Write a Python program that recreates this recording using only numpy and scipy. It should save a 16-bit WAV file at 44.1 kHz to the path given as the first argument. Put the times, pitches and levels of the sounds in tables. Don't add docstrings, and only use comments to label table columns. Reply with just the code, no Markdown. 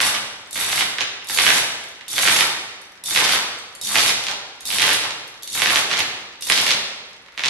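import sys
import numpy as np
from scipy import signal
from scipy.fft import rfft, irfft, next_fast_len
from scipy.io import wavfile

SR = 44100
rng = np.random.default_rng(int(sys.argv[2]) if len(sys.argv) > 2 else 0)


def unload_wav(signal):
    wavfile.write(
        sys.argv[1],
        SR,
        np.round(np.clip(np.atleast_2d(signal).T, -1, 1) * 32767).astype(np.int16),
    )


N = 330309

SIZE, LEAD = 2048, 256


def amp(db):
    return 10 ** (np.asarray(db) / 20)


def unit(x):
    return x / np.sqrt(np.sum(x ** 2) / len(x) + 1e-20)


def evened(x):
    return x / np.sqrt(np.mean(x ** 2) + 1e-20)


def read(points, hz):
    f, value = np.transpose(points)
    return np.interp(np.log(hz + 1), np.log(f + 1), value)


def colour(x, points):
    size = next_fast_len(x.shape[-1])
    gain = amp(read(points, np.fft.rfftfreq(size, 1 / SR)))
    return irfft(rfft(x, size) * gain, size)[..., :x.shape[-1]]


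def add(mix, s, sound):
    at = round(s * SR) - LEAD
    sound = sound[:, max(-at, 0):]
    part = mix[:, max(at, 0):][:, :sound.shape[1]]
    part += sound[:, :part.shape[1]]


def shower(sounds, strength, per_s, spread_db):
    count = 5000
    gap, size, pick = rng.random((count, 3)).T
    times = np.cumsum(.15 + 1.7 * gap) / per_s
    gains = evened(amp(spread_db * (2 * size - 1))) * np.sqrt(SR / per_s)
    gains = gains * np.interp(times, np.arange(N) / SR, strength * np.ones(N))
    picks = (pick * len(sounds)).astype(int)
    out = np.zeros((2, N))
    for s, gain, k in zip(times[times < N / SR], gains, picks):
        add(out, s, gain * sounds[k])
    return out


# grabbed, taut and let go in seconds,
# then rasp and jingle strength in dB before the mix levels.
PULLS = [(-.3, -.2, 0.073, -22.5, -24), (0.523, .745, 0.81, -24.5, -27), (1.282, 1.386, 1.585, -26, -24.5),
         (2.086, 2.175, 2.432, -24, -24), (3.049, 3.167, 3.35, -22.5, -26), (3.817, 3.951, 4.085, -24, -25),
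         (4.649, 4.797, 4.945, -24.5, -26.5), (5.498, 5.603, 5.79, -24, -28),
         (6.427, 6.516, 6.7, -26.5, -30.5)]
# middle in seconds, half length in seconds,
# peak rasp strength in dB before the mix level.
SWINGS = [(0.142, 0.037, -27), (1.015, 0.017, -26.5), (4.301, 0.034, -26.5), (5.036, 0.034, -27.5),
          (5.928, 0.034, -23.5), (5.991, 0.033, -19.5), (7.47, 0.074, -31)]
GRAB_DB, GRAB_S = -7.5, 0.044
RASP_LAG_S, SLACK_DB, TAKEN_UP_DB = 0.035, -13, -3
RASP_STOP_DB_PER_S, JINGLE_STOP_DB_PER_S = 330.0, 315
SWING_END_DB, SWING_JINGLE_DB = -11.5, -17.5


def motion():
    t = np.arange(N) / SR
    rasping, jingling = np.zeros((2, N))
    for grabbed, taut, let_go, rasp_db, jingle_db in PULLS:
        free_s = np.clip(t - let_go, 0, 1)
        rasp_start = grabbed + RASP_LAG_S
        take_up_db = np.interp(t, [rasp_start, taut], [SLACK_DB, TAKEN_UP_DB], right=0)
        swell_db = np.interp(t - grabbed, [0, GRAB_S], [GRAB_DB, 0])
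        rasping += (t >= rasp_start) * amp(rasp_db + take_up_db - RASP_STOP_DB_PER_S * free_s)
        jingling += (t >= grabbed) * amp(jingle_db + swell_db - JINGLE_STOP_DB_PER_S * free_s)
    swinging = np.zeros(N)
    for middle, half, db in SWINGS:
        arch = np.minimum(((t - middle) / half) ** 2, 20)
        swinging += amp(db + SWING_END_DB * arch)
    return rasping + swinging, jingling + amp(SWING_JINGLE_DB) * swinging


# frequency in Hz, relative level in dB.
PANEL = [(30, -30), (75, -25.5), (115, -3.5), (170, -9), (280, -5), (500, -2.5), (800, -1), (1300, -2),
         (2100, 0), (3800, 1.5), (6000, -1), (9000, -9), (12000, -15), (15000, -42)]


def knock(centre_hz, sweep_s=0.1394, octaves=0.68, low_skirt=0.36, high_skirt=0.18,
          scatter=0.66, scatter_s=0.0072, ear_spread=0.24):
    hz, t = np.fft.rfftfreq(SIZE, 1 / SR) + 1, np.arange(SIZE) / SR
    centres = centre_hz * 2 ** (ear_spread * rng.standard_normal((2, 1)))
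    skirt = np.where(hz < centres, low_skirt, high_skirt)
    hump = np.exp(-.5 * (np.log2(hz / centres) / octaves) ** 2)
    gain = amp(read(PANEL, hz)) * (skirt + (1 - skirt) * hump)
    path = sweep_s * rng.uniform(0.745, 1.2017)
    turns = path * (2 * np.sqrt(hz) - hz / np.sqrt(centre_hz)) + hz * LEAD / SR + rng.random()
    edges = rfft(unit(rng.standard_normal((2, SIZE)) * np.exp(-t / scatter_s)))
    edges = np.where(hz < 900, edges[0], edges)
    return unit(irfft(gain * np.exp(-2j * np.pi * turns) * (1 + scatter * edges)))


# time in seconds, level in dB before knock_db,
# strongest frequency in Hz before its random spread, loss per rebound in dB (negative grows).
KNOCKS = [(.004, -8.5, 2240, 3), (.061, -19, 2850, 2), (0.1495, -15.5, 2650, 12), (0.5583, -19, 1980, 0.5),
          (.612, -17, 2150, 2.5), (.7298, -10.5, 2000, 12), (0.7797, -13.5, 2380, 3.5),
          (0.8096, -9.5, 2120, 4), (0.9857, -12.5, 2290, 12), (1.009, -10, 2160, 5),
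          (1.2258, -33, 2230, 10), (1.2987, -18, 1780, 5), (1.3752, -11, 2580, 15), (1.3876, -5, 2370, 3.5),
          (1.4383, -12.5, 2170, -1), (1.4666, -5, 1945, 6.5), (1.4901, -7, 2450, 5.5),
          (1.5036, -7, 2400, 8), (1.5748, -13, 2590, 2.5), (2.0114, -29.5, 2170, 7), (2.182, -9, 2380, 5),
          (2.254, -11, 2290, 0.5), (2.2764, -5.5, 2430, 2), (2.3901, -9, 2430, 5), (2.4089, -5.5, 2490, 12),
          (3.15, -14, 3160, 4), (3.1618, -7, 2370, 9), (3.1754, -6.5, 2320, 3.5), (3.2435, -14, 3000, 4.5),
          (3.2946, -14.5, 1860, 4), (3.3249, -10, 2500, 2.5), (3.9569, -6, 2480, 3.5),
          (3.9854, -6, 2534, 2.5), (4.094, -8, 2540, 4.5), (4.2393, -20, 4000, 11),
          (4.2681, -15.5, 3920, 16), (4.2849, -16.5, 3670, 12), (4.7045, -16, 2720, 1),
          (4.7854, -10, 2490, 2), (4.8216, -6, 2145, 2), (4.8798, -8, 2520, 2.5), (4.946, -13.5, 2510, 8),
          (5.1079, -19, 3303, 7), (5.6206, -6.5, 2220, 6), (5.6596, -7.5, 2340, 3), (5.7, -9.5, 2510, 6),
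          (5.759, -6, 3110, 4), (5.9144, -13.5, 2050, 5), (5.9936, -13.5, 2000, 4), (6.5006, -5, 2180, 6),
          (6.5222, -5, 3700, 14), (6.5774, -9, 3220, 2.5), (6.6673, -10.5, 3100, 1),
          (6.7074, -6.5, 3430, 2.5), (7.262, -43, 2400, 2), (7.378, -18.5, 2200, 4), (7.3947, -16, 2380, 6),
          (7.4377, -10.5, 2800, 2), (7.4598, -9, 3240, 7), (7.4846, -10, 2940, 5)]
REBOUND_S, REBOUND_SPREAD = .0105, .4


def clatter(knock_db=16.5, count=5):
    out = np.zeros((2, N))
    for s, db, hz, loss_db in KNOCKS:
        for k, chance in enumerate(rng.uniform(-1, 1, count)):
            add(out, s, amp(db + knock_db - k * loss_db) * knock(hz))
            s = s + REBOUND_S * (1 + REBOUND_SPREAD * chance)
    return out


def rasp(strength, centre_hz=2500, centre_spread=0.549, run_db=-.7, dangle_db=-57):
    small = [knock(centre_hz * 2 ** (centre_spread * z)) for z in np.linspace(-2, 2, num=64)]
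    running = amp(run_db) * shower(small, strength, per_s=260, spread_db=6)
    return running + shower(small, amp(dangle_db), per_s=32, spread_db=5)


# frequency in Hz before detuning, width in Hz (wider dies faster),
# level in dB before its random unevenness.
LINK = [(3560, 90, 6), (3780, 65, 5), (4470, 55, 5), (5500, 70, -3), (5950, 70, -2), (7250, 90, -1),
        (8000, 90, -4), (8500, 90, -5), (9200, 110, -2), (10480, 140, -1), (11050, 140, -2),
        (11330, 130, 0), (12400, 160, -11)]
# frequency in Hz, relative level in dB.
TICK = [(300, -17), (1000, -14), (1500, -25), (2800, -8.5), (3700, -5.5), (5200, -0.5), (8000, 1),
        (11400, 0), (12200, -7), (14000, -12), (15500, -62)]
GLINT_DB = 4.5


def clink(tick_s=0.0055, ring_db=-1.0, detune=.009, uneven_db=6):
    t = np.arange(SIZE - LEAD) / SR
    hz, width, db = np.transpose(LINK)[:, :, None]
    pitch = hz * (1 + detune * rng.standard_normal(hz.shape))
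    strength = amp(db + uneven_db * rng.standard_normal(hz.shape)) * np.sqrt(width)
    phase = rng.random(hz.shape) + 0.43 * rng.random((2, len(hz), 1))
    modes = strength * np.exp(-np.pi * width * t) * np.sin(2 * np.pi * (pitch * t + phase))
    tick = rng.standard_normal((2, len(t))) * np.exp(-t / tick_s)
    tick = tick + .5 * tick[::-1]
    silence_first = ((0, 0), (LEAD, 0))
    ring, tick = np.pad(modes.sum(axis=1), silence_first), np.pad(tick, silence_first)
    bands = np.linspace(0, SR / 2, num=30)
    glint = np.transpose([bands, GLINT_DB * rng.standard_normal(len(bands))])
    tick = colour(colour(tick, glint), TICK)
    return unit(unit(tick) + amp(ring_db) * unit(ring))


# time in seconds before late_s, level in dB before clink_db.
CLINKS = [(.06, -13), (.472, -35), (0.508, -21.5), (0.5284, -14.5), (.609, -12), (1.243, -27),
          (1.2697, -21), (1.286, -14), (1.8372, -26), (1.8861, -29), (2.08, -17), (2.102, -23), (2.222, -9),
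          (2.8145, -30), (2.919, -37), (3.037, -16), (3.058, -12.5), (3.097, -11), (3.5847, -27),
          (3.75, -23.5), (3.812, -13.5), (4.236, -20), (4.6058, -22.5), (4.6529, -13.5), (4.672, -13),
          (4.816, -7.5), (5.2753, -28), (5.4224, -24), (5.431, -17), (5.474, -16), (5.99, -11),
          (6.4082, -20.5), (6.4216, -12.5), (6.47, -17), (6.497, -5)]


def jingle(strength, run_db=-1.5, clink_db=11, late_s=.0012, dangle_db=-69):
    small = [clink() for _ in range(48)]
    out = amp(run_db) * shower(small, strength, per_s=260, spread_db=8)
    out += shower(small, amp(dangle_db), per_s=25, spread_db=5)
    for s, db in CLINKS:
        add(out, s + late_s, amp(db + clink_db) * clink())
    return out


# frequency in Hz,
# left minus right in dB at a full share.
SIDES = [(100, 2), (300, 0.3), (600, -2), (1200, 0), (2200, -11), (4000, -0.5), (8000, -2.5), (13000, .5)]


def placed(x, share):
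    hz, db = np.transpose(SIDES)
    left = colour(x[0], np.transpose([hz, share * db / 2]))
    right = colour(x[1], np.transpose([hz, -share * db / 2]))
    return np.array([left, right])


# frequency in Hz, level in dB before boom_db,
# seconds to fall by 60 dB.
HULL = [(107.1, -55.5, 1), (129.2, -55, 0.76), (209.7, -50.5, 0.77), (304.5, -51.5, 0.56)]


def hull(knocks, moving, gears_db=.5, boom_db=-6):
    gears = amp(gears_db) * moving * rng.standard_normal(N)
    t = np.arange(SR) / SR
    ring = sum(amp(db - 60 * t / t60) * np.sin(2 * np.pi * hz * t) for hz, db, t60 in HULL)
    return amp(boom_db) * signal.fftconvolve(knocks.mean(0) + gears, ring)[:N]


# frequency in Hz,
# correlation (1 alike, 0 unrelated, negative opposed).
LIKENESS = [(100, 1), (250, 0.98), (500, 0.88), (1000, 0.59), (2000, -0.016), (4000, -0.45), (8000, -0.6),
            (13000, -0.63)]


def diffuse(size):
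    a, b = rfft(rng.standard_normal((2, size)))
    same = np.clip(read(LIKENESS, np.fft.rfftfreq(size, 1 / SR)), -1, 1)
    mid, side = np.sqrt(1 + same) * a, np.sqrt(1 - same) * b
    return evened(irfft([mid + side, mid - side], size))


# frequency in Hz, seconds for the late echoes to fall by 60 dB.
HALL = [(100, 0.99), (400, 1.35), (1000, 1.08), (2500, 1.024), (5000, 0.93), (8000, 0.8), (13000, 0.49)]


def echoes(build_s=0.0053, early=1.0, early_s=0.017):
    hz, t, z = signal.stft(diffuse(size=3 * SR // 2), SR, nperseg=256)
    fade = amp(-60 * t / read(HALL, hz)[:, None])
    tail = signal.istft(z * fade, SR, nperseg=256)[1]
    t = np.arange(tail.shape[1]) / SR
    return unit(tail * (1 - np.exp(-(t / build_s) ** 2)) * (1 + early * np.exp(-t / early_s)))


def hall(x, count=4):
    turn = np.arange(N) / SR * 17
    out = np.zeros((2, N))
    for k in range(count):
        share = np.maximum(np.cos(2 * np.pi * (turn - k / count)), 0)
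        out += signal.fftconvolve((x * share)[None], echoes(), axes=1)[:, :N]
    return out


# frequency in Hz, relative level in dB.
AIR = [(20, -29), (45, 1), (110, -4.5), (330, 0), (700, -1), (2000, 5.5), (5000, -14), (10000, -36),
       (15000, -22)]


def still_air(level_db=-50):
    noise = diffuse(size=next_fast_len(N))[:, :N]
    return amp(level_db) * evened(colour(noise, AIR))


def scene():
    rasping, jingling = motion()
    knocks = rasp(rasping) + clatter()
    links = jingle(jingling)
    echo = hall(amp(0.5) * knocks[1] + amp(3.0) * links[1])
    direct = placed(knocks + links, share=1)
    return direct + placed(echo, share=0.11) + hull(knocks, jingling) + still_air()


def record(dry):
    low_pass = signal.firwin(301, 15400, window=("kaiser", 9), fs=SR)
    return signal.oaconvolve(np.clip(dry, -1, 1), low_pass[None], "same")


dry = scene()
out = record(dry)
unload_wav(out)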